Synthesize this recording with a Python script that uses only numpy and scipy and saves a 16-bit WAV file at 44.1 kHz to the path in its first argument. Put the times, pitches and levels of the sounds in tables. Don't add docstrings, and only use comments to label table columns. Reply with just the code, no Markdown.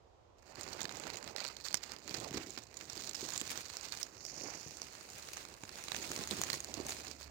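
import sys
import numpy as np
from scipy import signal
from scipy.fft import rfft, irfft
from scipy.io import wavfile
from scipy.ndimage import uniform_filter1d

SR = 44100
rng = np.random.default_rng(int(sys.argv[2]) if len(sys.argv) > 2 else 0)


def persist_wave(psi):
    counts = np.round(np.clip(psi, -1, 1) * 32767).astype(np.int16)
    wavfile.write(sys.argv[1], SR, np.atleast_2d(counts).T)


N = 322223
TIME = np.arange(N) / SR


def from_db(db):
    return 10 ** (np.asarray(db) / 20)


def unit_rms(x):
    return x / np.sqrt(np.mean(x ** 2) + 1e-20)


def curve(rows):
    return np.interp(TIME, *np.transpose(rows))


def drift(rate_hz):
    return np.interp(TIME * rate_hz, np.arange(N // 20), rng.standard_normal(N // 20)) * np.sqrt(3 / 2)


def decay(x, fade_s):
    return signal.lfilter([1], [1, -np.exp(-1 / (fade_s * SR))], x + 1e-18)


def swells(starts_s, ends_s, levels_db, rise_db_per_s, fall_db_per_s):
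    t = TIME[::64]
    each = [db - rise_db_per_s * np.maximum(start - t, 0) - fall_db_per_s * np.maximum(t - end, 0)
            for start, end, db in zip(starts_s, ends_s, levels_db)]
    return np.interp(TIME, t, np.max(each, axis=0, initial=-140))


def colour(x, spectrum):
    size = 4096
    hz, db = np.transpose(spectrum)
    bins_hz = np.arange(size // 2 + 1) * SR / size
    gain = unit_rms(from_db(np.interp(np.log(bins_hz + 1), np.log(hz), db)))
    cepstrum = irfft(np.log(gain))[:size // 2]
    cepstrum[1:] *= 2
    response = irfft(np.exp(rfft(cepstrum, size)))
    return signal.oaconvolve(x, response)[:len(x)]


def resonate(x, hz, width_hz):
    r = np.exp(-np.pi * width_hz / SR)
    poles = [1, -2 * r * np.cos(2 * np.pi * hz / SR), r * r]
    return signal.lfilter([(1 - r * r) / 2, 0, (r * r - 1) / 2], poles, x + 1e-18)


def with_ring(x, hz, width_hz, share=1.0):
    return unit_rms(unit_rms(x) + share * unit_rms(resonate(x, hz, width_hz)))


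def add_panned(out, time_s, sound, pan_db):
    sides = from_db([[pan_db / 2], [-pan_db / 2]])
    at = int(time_s * SR)
    out[:, at:at + sound.shape[-1]] += (sides / np.linalg.norm(sides) * sound)[:, :N - at]


def impulses(per_s, sizes_db):
    sizes = from_db(sizes_db) * rng.choice([-1, 1], N)
    return unit_rms(sizes * (rng.random(N) < per_s / SR))


def ticks(per_s, spread_db):
    return impulses(per_s, spread_db * np.minimum(rng.exponential(1, N), 2))


def catching(per_s, strength_db, fade_s, flutter_db):
    releases = (rng.random(N) < per_s / SR) * from_db(strength_db * np.minimum(rng.exponential(1, N), 3))
    return (1 + decay(releases, fade_s)) * from_db(flutter_db * (drift(70) + drift(300)))


def slips(per_s, spread_db, catch, hiss):
    clicks = impulses(per_s, spread_db * np.clip(rng.standard_normal(N), -2, 2))
    grains = (clicks + hiss * rng.standard_normal(N)) * catch
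    power = uniform_filter1d(grains ** 2, size=2646)
    return grains / np.sqrt(np.abs(power) + 1e-9)


# (frequency [Hz], gain [dB])
ROAD_SPECTRUM = [(45, 1), (70, 7.5), (110, 1), (170, -9.5), (250, -13), (380, -4), (600, -4.5), (1100, -10),
                 (1700, -22.5), (4000, -25.5), (7000, -29), (10000, -49)]


def distant_road():
    mid, side = (colour(rng.standard_normal(N), ROAD_SPECTRUM) for _ in range(2))
    side = signal.sosfilt(signal.butter(1, 174, "high", fs=SR, output="sos"), side)
    return from_db(-63.5) * np.array([from_db(-5) * (mid + side), mid - side])


# (time [s], relative level [dB])
ENGINE_APPROACH = [(5.6, -90), (6.6, -63), (7.1, -54.5)]


def distant_engine(firing_hz=70.8, waver_db=2.5):
    gain = from_db(curve(ENGINE_APPROACH) + waver_db * drift(7.1))
    note = np.sqrt(2) * np.sin(2 * np.pi * firing_hz * TIME)
    return gain * note * from_db([[-9], [-3]])


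# (frequency [Hz], gain [dB])
CASE_SPECTRUM = [(25, -8), (55, -9), (110, 1), (190, -2), (280, 0.5), (370, 2), (480, -2.5), (700, -4),
                 (1100, -11), (5000, -75)]


def case_rumble(rumble_db, pan_db, shared_power=0.91, left_delay_s=0.0003):
    catch = catching(per_s=40, strength_db=-5.5, fade_s=0.005, flutter_db=1.0)
    shared, left, right = (colour(slips(per_s=1500, spread_db=5.0, catch=catch, hiss=0.24), CASE_SPECTRUM)
                           for _ in range(3))
    delayed = np.interp(TIME - left_delay_s, TIME, shared)
    left = np.sqrt(shared_power) * delayed + np.sqrt(1 - shared_power) * left
    right = np.sqrt(shared_power) * shared + np.sqrt(1 - shared_power) * right
    return from_db(rumble_db - 2.5) * np.array([from_db(pan_db) * left, right])


# (frequency [Hz], gain [dB])
THUD_SPECTRUM = [(40, -7), (100, 0.5), (190, -1), (410, 5), (540, -6.5), (1100, -13), (4000, -61)]
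# (time [s], relative level [dB], ring [Hz], pan [dB])
CASE_BUMPS = [(2.18, -36.5, 123, -1), (2.313, -36.5, 129, -2), (2.343, -32, 355, -1),
              (2.358, -34, 233, -12), (2.373, -31.5, 317, 3), (2.468, -41, 330, 1), (2.575, -43, 266, -4),
              (3.228, -35, 290, -5), (3.415, -37.5, 280, -11), (4.439, -37.5, 285, -8),
              (4.663, -40, 91.5, 8), (5.634, -43, 147, -5), (5.917, -50, 362, 2), (6.104, -34.5, 362, -5),
              (6.193, -35, 182, -12), (6.315, -32, 216, -12), (6.329, -37, 170, -10),
              (6.391, -35.5, 200, -11), (6.775, -34, 297, -10), (6.8, -31.5, 325, -10)]


def case_bumps(impact_s=0.0003, scuff_s=0.023):
    out, t = np.zeros((2, N)), np.arange(4096) / SR
    for time_s, db, ring_hz, pan_db in CASE_BUMPS:
        scuff = from_db(-7.5) * np.exp(-t / scuff_s) * rng.standard_normal(len(t))
        force = np.exp(-t / impact_s) + scuff
        thud = with_ring(colour(force, THUD_SPECTRUM), ring_hz, width_hz=58)
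        add_panned(out, time_s, from_db(db - 14) * thud, pan_db)
    return out


def brushing(level_db, spectrum, flutter_db):
    catch = from_db(flutter_db * np.clip(drift(260), -2, 2))
    return from_db(level_db) * colour(slips(per_s=3500, spread_db=8.0, catch=catch, hiss=0.6), spectrum)


# (frequency [Hz], gain [dB])
MOSS_SPECTRUM = [(200, -21), (400, 1.5), (560, 3), (850, 2), (1200, -8), (2000, -29), (4000, -68)]
# (start [s], end [s], level [dB])
MOSS_STROKES = [(0.502, 0.6, -57.5), (0.606, 1.468, -52), (2.227, 2.245, -43.5), (4.445, 4.484, -48),
                (6.79, 6.815, -48)]


def moss_scuffs():
    level_db = swells(*np.transpose(MOSS_STROKES), rise_db_per_s=500, fall_db_per_s=156)
    return brushing(level_db, MOSS_SPECTRUM, flutter_db=7.5)


# (frequency [Hz], gain [dB])
BLADE_SPECTRUM = [(3500, -48), (4400, -4.5), (5600, 0), (6900, -0.5), (7700, -16), (9200, -26.5)]
# (start [s], end [s], level [dB])
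BLADE_STROKES = [(4.26, 4.288, -46), (4.38, 4.46, -44)]


def blade_swish():
    level_db = swells(*np.transpose(BLADE_STROKES), rise_db_per_s=130, fall_db_per_s=33)
    return brushing(level_db, BLADE_SPECTRUM, flutter_db=3.0)


# (start [s], length [s], right level [dB], left level [dB])
DENSE_TUFTS = [(1.651, .026, -43.5, -80), (1.832, .004, -43, -76), (2.14, 0.032, -42.5, -71),
               (2.328, 0.058, -43.5, -77), (3.392, .02, -46, -64), (3.507, 0.015, -44.5, -42),
               (3.832, 0.021, -42, -64), (3.942, .006, -51, -53), (4.002, 0.0066, -42.5, -44.5),
               (5.956, 0.019, -41.5, -49), (6.535, 0.024, -42.5, -45.5), (6.886, 0.041, -42.5, -45.5),
               (7.192, .05, -51.5, -64)]


def tuft_drag():
    start, length, right_db, left_db = np.transpose(DENSE_TUFTS)
    return (swells(start, start + length, right_db, rise_db_per_s=1200, fall_db_per_s=605),
            swells(start, start + length, left_db, rise_db_per_s=1200, fall_db_per_s=1300))


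# (start [s], end [s], crackle [dB], scrape [dB], rumble [dB], rumble pan [dB])
HAND_PUSHES = [(0.59, 1.324, -50.5, -49.5, -49.5, -8), (1.395, 1.438, -52, -43.5, -54.5, -9),
               (1.656, 1.942, -55, -52.5, -64, -7), (2.102, 2.442, -49, -50.5, -50, -3),
               (2.45, 2.503, -50, -55.5, -53, -5), (2.522, 2.637, -52.5, -55, -57, -6),
               (2.767, 2.896, -52.5, -56.5, -56, -5), (2.944, 3.154, -47, -52, -55, 0),
               (3.203, 3.567, -44, -48.5, -54, -3.5), (3.673, 3.99, -48, -51, -61, -3),
               (4.39, 4.535, -53, -50, -49.5, -4.5), (4.62, 5, -53.5, -53.5, -58, -2.5),
               (5.12, 5.435, -52, -54, -70, -5.5), (5.7, 5.907, -50, -51, -53, -7),
               (5.945, 6.56, -45.5, -49, -48, -6.5), (6.687, 6.91, -50.5, -51.5, -47, -8),
               (6.92, 7.089, -48, -50, -51, -2)]
# (time [s], drop [dB])
HAND_LIFTS = [(0.885, 6), (1.209, 3), (1.345, 9.5), (1.55, 4), (2.01, 2.5), (2.68, 5.5), (3.9, 4.5),
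              (4.12, 5), (5.521, -4), (6.64, -3.5), (7.16, 0.5)]
# (time [s], crackle [dB])
LEFT_CONTACT = [(0.36, -85), (2.85, -88), (3.2, -65.5), (3.5, -57), (4.0, -67.5), (4.15, -77), (4.45, -67),
                (4.9, -60), (5.38, -56), (5.52, -65), (5.75, -55.5), (6.42, -49), (6.56, -52.5), (6.7, -62),
                (6.82, -61), (6.9, -49), (7.05, -57.5), (7.2, -78)]


def contact(touchdown_s=0.372, settled_s=0.82, resting_db=-58, lift_s=0.023):
    start, end, *push_levels, pan_db = np.transpose(HAND_PUSHES)
    slopes = dict(rise_db_per_s=94, fall_db_per_s=110)
    resting = swells([settled_s], [TIME[-1]], [resting_db], **slopes)
    ground = np.where(TIME < touchdown_s, -30, 0) + 1.44 * drift(22)
    eased = sum(drop * np.exp(-((TIME - s) / lift_s) ** 2) for s, drop in HAND_LIFTS)
    crackle, scrape, rumble = (np.maximum(swells(start, end, db, **slopes), resting) + ground
                               for db in push_levels)
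    right_tufts, left_tufts = tuft_drag()
    return (np.maximum(crackle - eased, right_tufts),
            np.maximum(scrape - eased, right_tufts - 4),
            np.maximum(curve(LEFT_CONTACT) + ground, left_tufts),
            rumble - 0.71 * eased,
            np.interp(TIME, (start + end) / 2, pan_db))


# (frequency [Hz], gain [dB])
SPLINTER_SPECTRUM = [(3000, -52), (6500, 7), (8800, 9.5), (10500, -5.5), (12300, -6.5), (14500, -1.5)]


def splinters(level_db):
    catch = catching(per_s=46, strength_db=-1.0, fade_s=0.0016, flutter_db=3.0)
    sizzle = slips(per_s=1700, spread_db=18.0, catch=catch, hiss=0.23)
    return from_db(level_db) * colour(sizzle, SPLINTER_SPECTRUM)


# (frequency [Hz], gain [dB])
LEFT_SPECTRUM = [(300, 5.5), (1100, 3.5), (1600, 6), (2600, 10), (3350, 6), (4100, 6), (5100, 4.5),
                 (5900, 4), (6600, 10.5), (7550, 2), (8400, 6.5), (9100, 8), (10000, -0.5), (11000, 4.5),
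                 (12100, -9), (13800, 4), (15500, -1)]


def left_port(level_db):
    catch = catching(per_s=45, strength_db=4.5, fade_s=0.0009, flutter_db=2.2)
    clicks = from_db(-9.5) * ticks(per_s=36, spread_db=7)
    friction = slips(per_s=6000, spread_db=4.0, catch=catch, hiss=0.9)
    return from_db(level_db) * colour(friction + clicks, LEFT_SPECTRUM)


# (frequency [Hz], gain [dB])
RIGHT_SPECTRUM = [(2000, -22), (3200, -6.5), (4300, 2.5), (5500, 0.5), (7100, 2), (8200, -6), (9300, -13.5),
                  (11500, -22.5), (13000, -19.5), (14700, -8.5), (16000, -18)]
# (frequency [Hz], gain [dB])
SCRAPE_SPECTRUM = [(120, -11.5), (350, -5.5), (600, -1), (1000, 0.5), (1600, 1), (2550, 2), (3200, -4),
                   (5000, -4), (10000, -72)]
PORT_LOW_HZ, PORT_HIGH_HZ = 4370, 6900


def right_port(crackle_db, scrape_db):
    catch = catching(per_s=130, strength_db=6.0, fade_s=0.0011, flutter_db=1.5)
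    crisp = colour(slips(per_s=5700, spread_db=4.5, catch=catch, hiss=0.13), RIGHT_SPECTRUM)
    for hz in (PORT_LOW_HZ, PORT_HIGH_HZ):
        crisp += (from_db(3.1 * drift(110)) - 1) * resonate(crisp, hz, width_hz=670)
    dull = colour(slips(per_s=3000, spread_db=3.5, catch=catch ** 0.73, hiss=0.57), SCRAPE_SPECTRUM)
    for hz in (1100, 2300):
        dull += 0.21 * drift(45) * resonate(dull, hz, width_hz=1300)
    return from_db(crackle_db + 0.3) * crisp + from_db(scrape_db + 0.22) * dull


def hollowed(x, crackle_db, below_db=-49.5):
    depth = np.clip(0.065 * (below_db - crackle_db), 0, 0.7)
    return x - depth * resonate(x, hz=3400, width_hz=800)


def fibre_ticks(level_db):
    clicks = ticks(per_s=18, spread_db=13.0)
    bright = from_db(-2) * colour(clicks, SPLINTER_SPECTRUM)
    return from_db(level_db) * (bright + colour(clicks, RIGHT_SPECTRUM))


# (time [s], level [dB])
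CRUNCH_ENVELOPE = [(1.34, -70), (1.375, -46), (1.47, -35.5), (1.53, -56.5), (1.58, -63), (1.62, -50),
                   (1.66, -50.5), (1.73, -40.5), (1.8, -78)]


def moss_crunch(stalks_per_s=160):
    stalk_count = np.floor(np.cumsum(stalks_per_s * from_db(1.5 * drift(150))) / SR)
    breaks = np.diff(stalk_count, prepend=0)
    sizes = from_db(7.5 * np.clip(rng.standard_normal(N), -2, 2))
    bursts = decay(breaks * sizes, fade_s=0.0014) * rng.standard_normal(N)
    crunch = with_ring(colour(bursts, RIGHT_SPECTRUM), PORT_LOW_HZ, width_hz=560)
    touching = (TIME >= CRUNCH_ENVELOPE[0][0]) & (TIME <= CRUNCH_ENVELOPE[-1][0])
    return touching * from_db(curve(CRUNCH_ENVELOPE)) * crunch


def thin_stems(crackle_db, per_s=10, dull_db=-4.5, pan_db=-45, length_s=0.00052):
    rows = []
    for when, size, pitch in rng.random((int(per_s * N / SR), 3)):
        db = crackle_db[int(when * N)] + 3 + 6 * size
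        ring_hz = PORT_LOW_HZ + pitch * (PORT_HIGH_HZ - PORT_LOW_HZ)
        rows.append((when * TIME[-1], db, ring_hz, dull_db, pan_db, length_s))
    return rows


# (time [s], relative level [dB], ring [Hz], dull part [dB], pan [dB], length [s])
LOUD_SNAPS = [(0.611, -29, 7200, -10, -36, 0.0004), (0.633, -31, 7000, -16, -36, 0.00039),
              (0.678, -34, 4370, 0, -36, 0.00072), (0.73, -28, 4470, -12, -32, 0.0046),
              (0.806, -26.5, 3800, -8, -37, 0.00037), (0.815, -24, 7000, -6, -41, 0.0027),
              (0.8305, -30, 7060, -22, -35, 0.0018), (0.8533, -24.5, 4060, 0, -34, 0.0021),
              (0.893, -29.5, 3900, -2, -37, 0.00079), (0.969, -31.5, 7100, -21, -36, .003),
              (0.998, -32.5, 7540, -14, -36, .0015), (1.037, -32, 4100, 2, -36, 0.0018),
              (1.101, -28, 4460, -3, -41, 0.0023), (1.137, -34.5, 4070, -13, -36, 0.001),
              (1.1564, -33, 7000, -8, -36, 0.0012), (1.1704, -29, 7300, -7, -35, 0.00068),
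              (1.242, -34.5, 7100, -6, -35, 0.00058), (1.3628, -24.5, 4050, -7, -46, 0.00077),
              (1.382, -28, 4100, 0, -42, 0.0026), (1.4496, -25.5, 4570, -4, -42, 0.0015),
              (1.566, -31.5, 4300, -10, -35, 0.0028), (1.65, -29, 4570, -17, -42, 0.0063),
              (1.7429, -13.5, 6000, -5.5, -39, 0.0015), (1.748, -27, 5500, -15, -39, 0.0044),
              (1.753, -30, 5380, -7, -39, 0.0014), (1.7696, -29, 5340, -20, -39, 0.0042),
              (1.919, -28.5, 4970, -5.5, -39, 0.00089), (1.964, -36, 4730, -4.5, -40, 0.00067),
              (2.094, -30, 4740, -28, -39, 0.00037), (2.145, -24.5, 4800, -3.5, -43, 0.0022),
              (2.201, -32, 7450, -18, -30, 0.00084), (2.343, -28.5, 5200, -2, -39, 0.0047),
              (2.505, -32.5, 6700, -25, -37, 0.0011), (2.5755, -27.5, 4870, -1, -37, 0.0044),
              (2.769, -29, 7260, -17, -35, 0.005), (2.898, -29, 5600, -11, -40, 0.0034),
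              (2.931, -33, 7000, -20, -35, .0008), (2.976, -30.5, 4610, -9, -35, 0.0019),
              (3.093, -26, 7260, -22, -31, 0.003), (3.146, -23.5, 5300, -10, -41, 0.0093),
              (3.304, -28.5, 6890, -14, -20, .001), (3.334, -26, 7000, -28, -37, 0.0041),
              (3.377, -22.5, 7600, -28, -42, 0.0011), (3.402, -26.5, 7400, -24, -35, 0.0033),
              (3.4138, -24.5, 7640, -2, -9, 0.0011), (3.476, -32, 6390, -8, -20, .001),
              (3.607, -33.5, 6500, -10, 2, 0.00044), (3.769, -26, 5440, -10, -35, .0008),
              (3.922, -24.5, 4260, -13, -28, 0.0021), (4.0297, -21, 5300, -24, -36, 0.0015),
              (4.251, -29, 5250, -10.5, -37, 0.00074), (4.263, -31, 5800, -20, -29, .002),
              (4.683, -37.5, 6670, -20, -22, .001), (4.77, -37, 7600, -20, -13, .0005),
              (4.818, -26, 5460, -11, -31, 0.00047), (5.101, -38, 6900, -16, -16, 0.00092),
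              (5.183, -36.5, 6500, -6, 5, .0004), (5.333, -31, 7010, -22, 7, 0.0028),
              (5.369, -29.5, 6230, -3, -21, 0.0024), (5.6357, -31.5, 7100, 2, -30, .0014),
              (5.839, -31.5, 6500, -10, -2, 0.0007), (5.883, -27.5, 3770, -4, -26, 0.0031),
              (5.9186, -21.5, 4000, -2, -29, 0.0016), (5.946, -25, 6800, 6, -31, 0.00089),
              (6.116, -25, 6600, -2, -5, 0.0015), (6.161, -31, 4460, 2, -9, 0.0034),
              (6.274, -28, 6440, -11, -6, 0.0017), (6.3105, -21.5, 3880, -8.5, -30, 0.00052),
              (6.368, -35, 6900, -14, -5, .001), (6.415, -20, 7000, -10, -3, 0.0013),
              (6.4358, -20.5, 6500, -4, -14, 0.0017), (6.5007, -20, 4100, -4, -29, 0.0014),
              (6.5307, -21, 4440, -9, -11, 0.0022), (6.5404, -26, 6310, 2, -7, 0.00086),
              (6.6037, -27.5, 6500, -28, -9, 0.00089), (6.6455, -29, 7100, -22, -8, 0.00066),
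              (6.7407, -25, 6360, -27, -10, 0.0011), (6.866, -28, 6540, -24, -3, .001),
              (6.893, -26, 6940, -4, -14, 0.0032), (6.907, -29.5, 6660, -20, -5, 0.00067),
              (7.081, -34, 4970, -14, -25, .001), (7.113, -30.5, 4640, -11, -23, .0008),
              (7.211, -37, 6500, -5, -9, .0006), (7.229, -36, 4500, -16, -20, 0.0018)]


def stem_snaps(crackle_db, quiver_s=0.017):
    out, t = np.zeros((2, N)), np.arange(1024) / SR
    jolt = unit_rms(colour(np.where(t == 0, 1., 0.), WOOD_SPECTRUM))
    quiver = from_db(-22.5) * np.exp(-t / quiver_s)
    for time_s, db, ring_hz, dull_db, pan_db, length_s in list(LOUD_SNAPS) + thin_stems(crackle_db):
        burst = np.exp(-(t / length_s - 0.5) ** 2)
        cracks = rng.standard_normal(len(t)) * rng.exponential(1, len(t))
        volley = (burst + quiver) * cracks
        crisp = with_ring(colour(volley, RIGHT_SPECTRUM), ring_hz, width_hz=490, share=1.22)
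        dull = woody_body(volley, jolt)
        sharp = unit_rms(colour(burst * rng.standard_normal(len(t)) ** 3, SPLINTER_SPECTRUM))
        sharp_db = -4 + 0.86 * (db + 13.5)
        right = unit_rms(crisp + from_db(dull_db) * dull + from_db(sharp_db) * sharp)
        left = unit_rms(colour(volley, LEFT_SPECTRUM))
        add_panned(out, time_s, from_db(db - 14.5) * np.array([left, right]), pan_db)
    return out


# (frequency [Hz], gain [dB])
WOOD_SPECTRUM = [(60, -14), (130, -1), (500, 0.5), (1100, 1.5), (2200, 3), (3200, -4.5), (5000, -24),
                 (10000, -66)]


def woody_body(volley, jolt):
    return unit_rms(unit_rms(colour(volley, WOOD_SPECTRUM)) + 0.86 * jolt)


def stem_bending(drop_db=2.5, lead_s=0.005):
    marks = np.zeros(N)
    marks[[int(snap[0] * SR) for snap in LOUD_SNAPS]] = 1
    ahead = decay(marks[::-1], lead_s)[::-1]
    return from_db(-drop_db * np.minimum(ahead, 1))


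def scene():
    crackle_db, scrape_db, left_db, rumble_db, rumble_pan_db = contact()
    left = left_port(left_db) + splinters(left_db - 22)
    right = stem_bending() * hollowed(right_port(crackle_db, scrape_db), crackle_db)
    right += splinters(np.maximum(left_db - 7, crackle_db - 43))
    right += fibre_ticks(crackle_db - 19)
    right += blade_swish() + moss_scuffs() + moss_crunch()
    case = case_rumble(rumble_db, rumble_pan_db) + case_bumps()
    outdoors = distant_road() + distant_engine()
    return outdoors + case + np.array([left, right]) + stem_snaps(crackle_db)


def record(dry):
    low_cut = signal.butter(4, 42, "high", fs=SR, output="sos")
    high_cut = signal.ellip(10, 0.2, 70, 16000, fs=SR, output="sos")
    return signal.sosfilt(high_cut, signal.sosfilt(low_cut, dry))


dry = scene()
out = record(dry)
persist_wave(out)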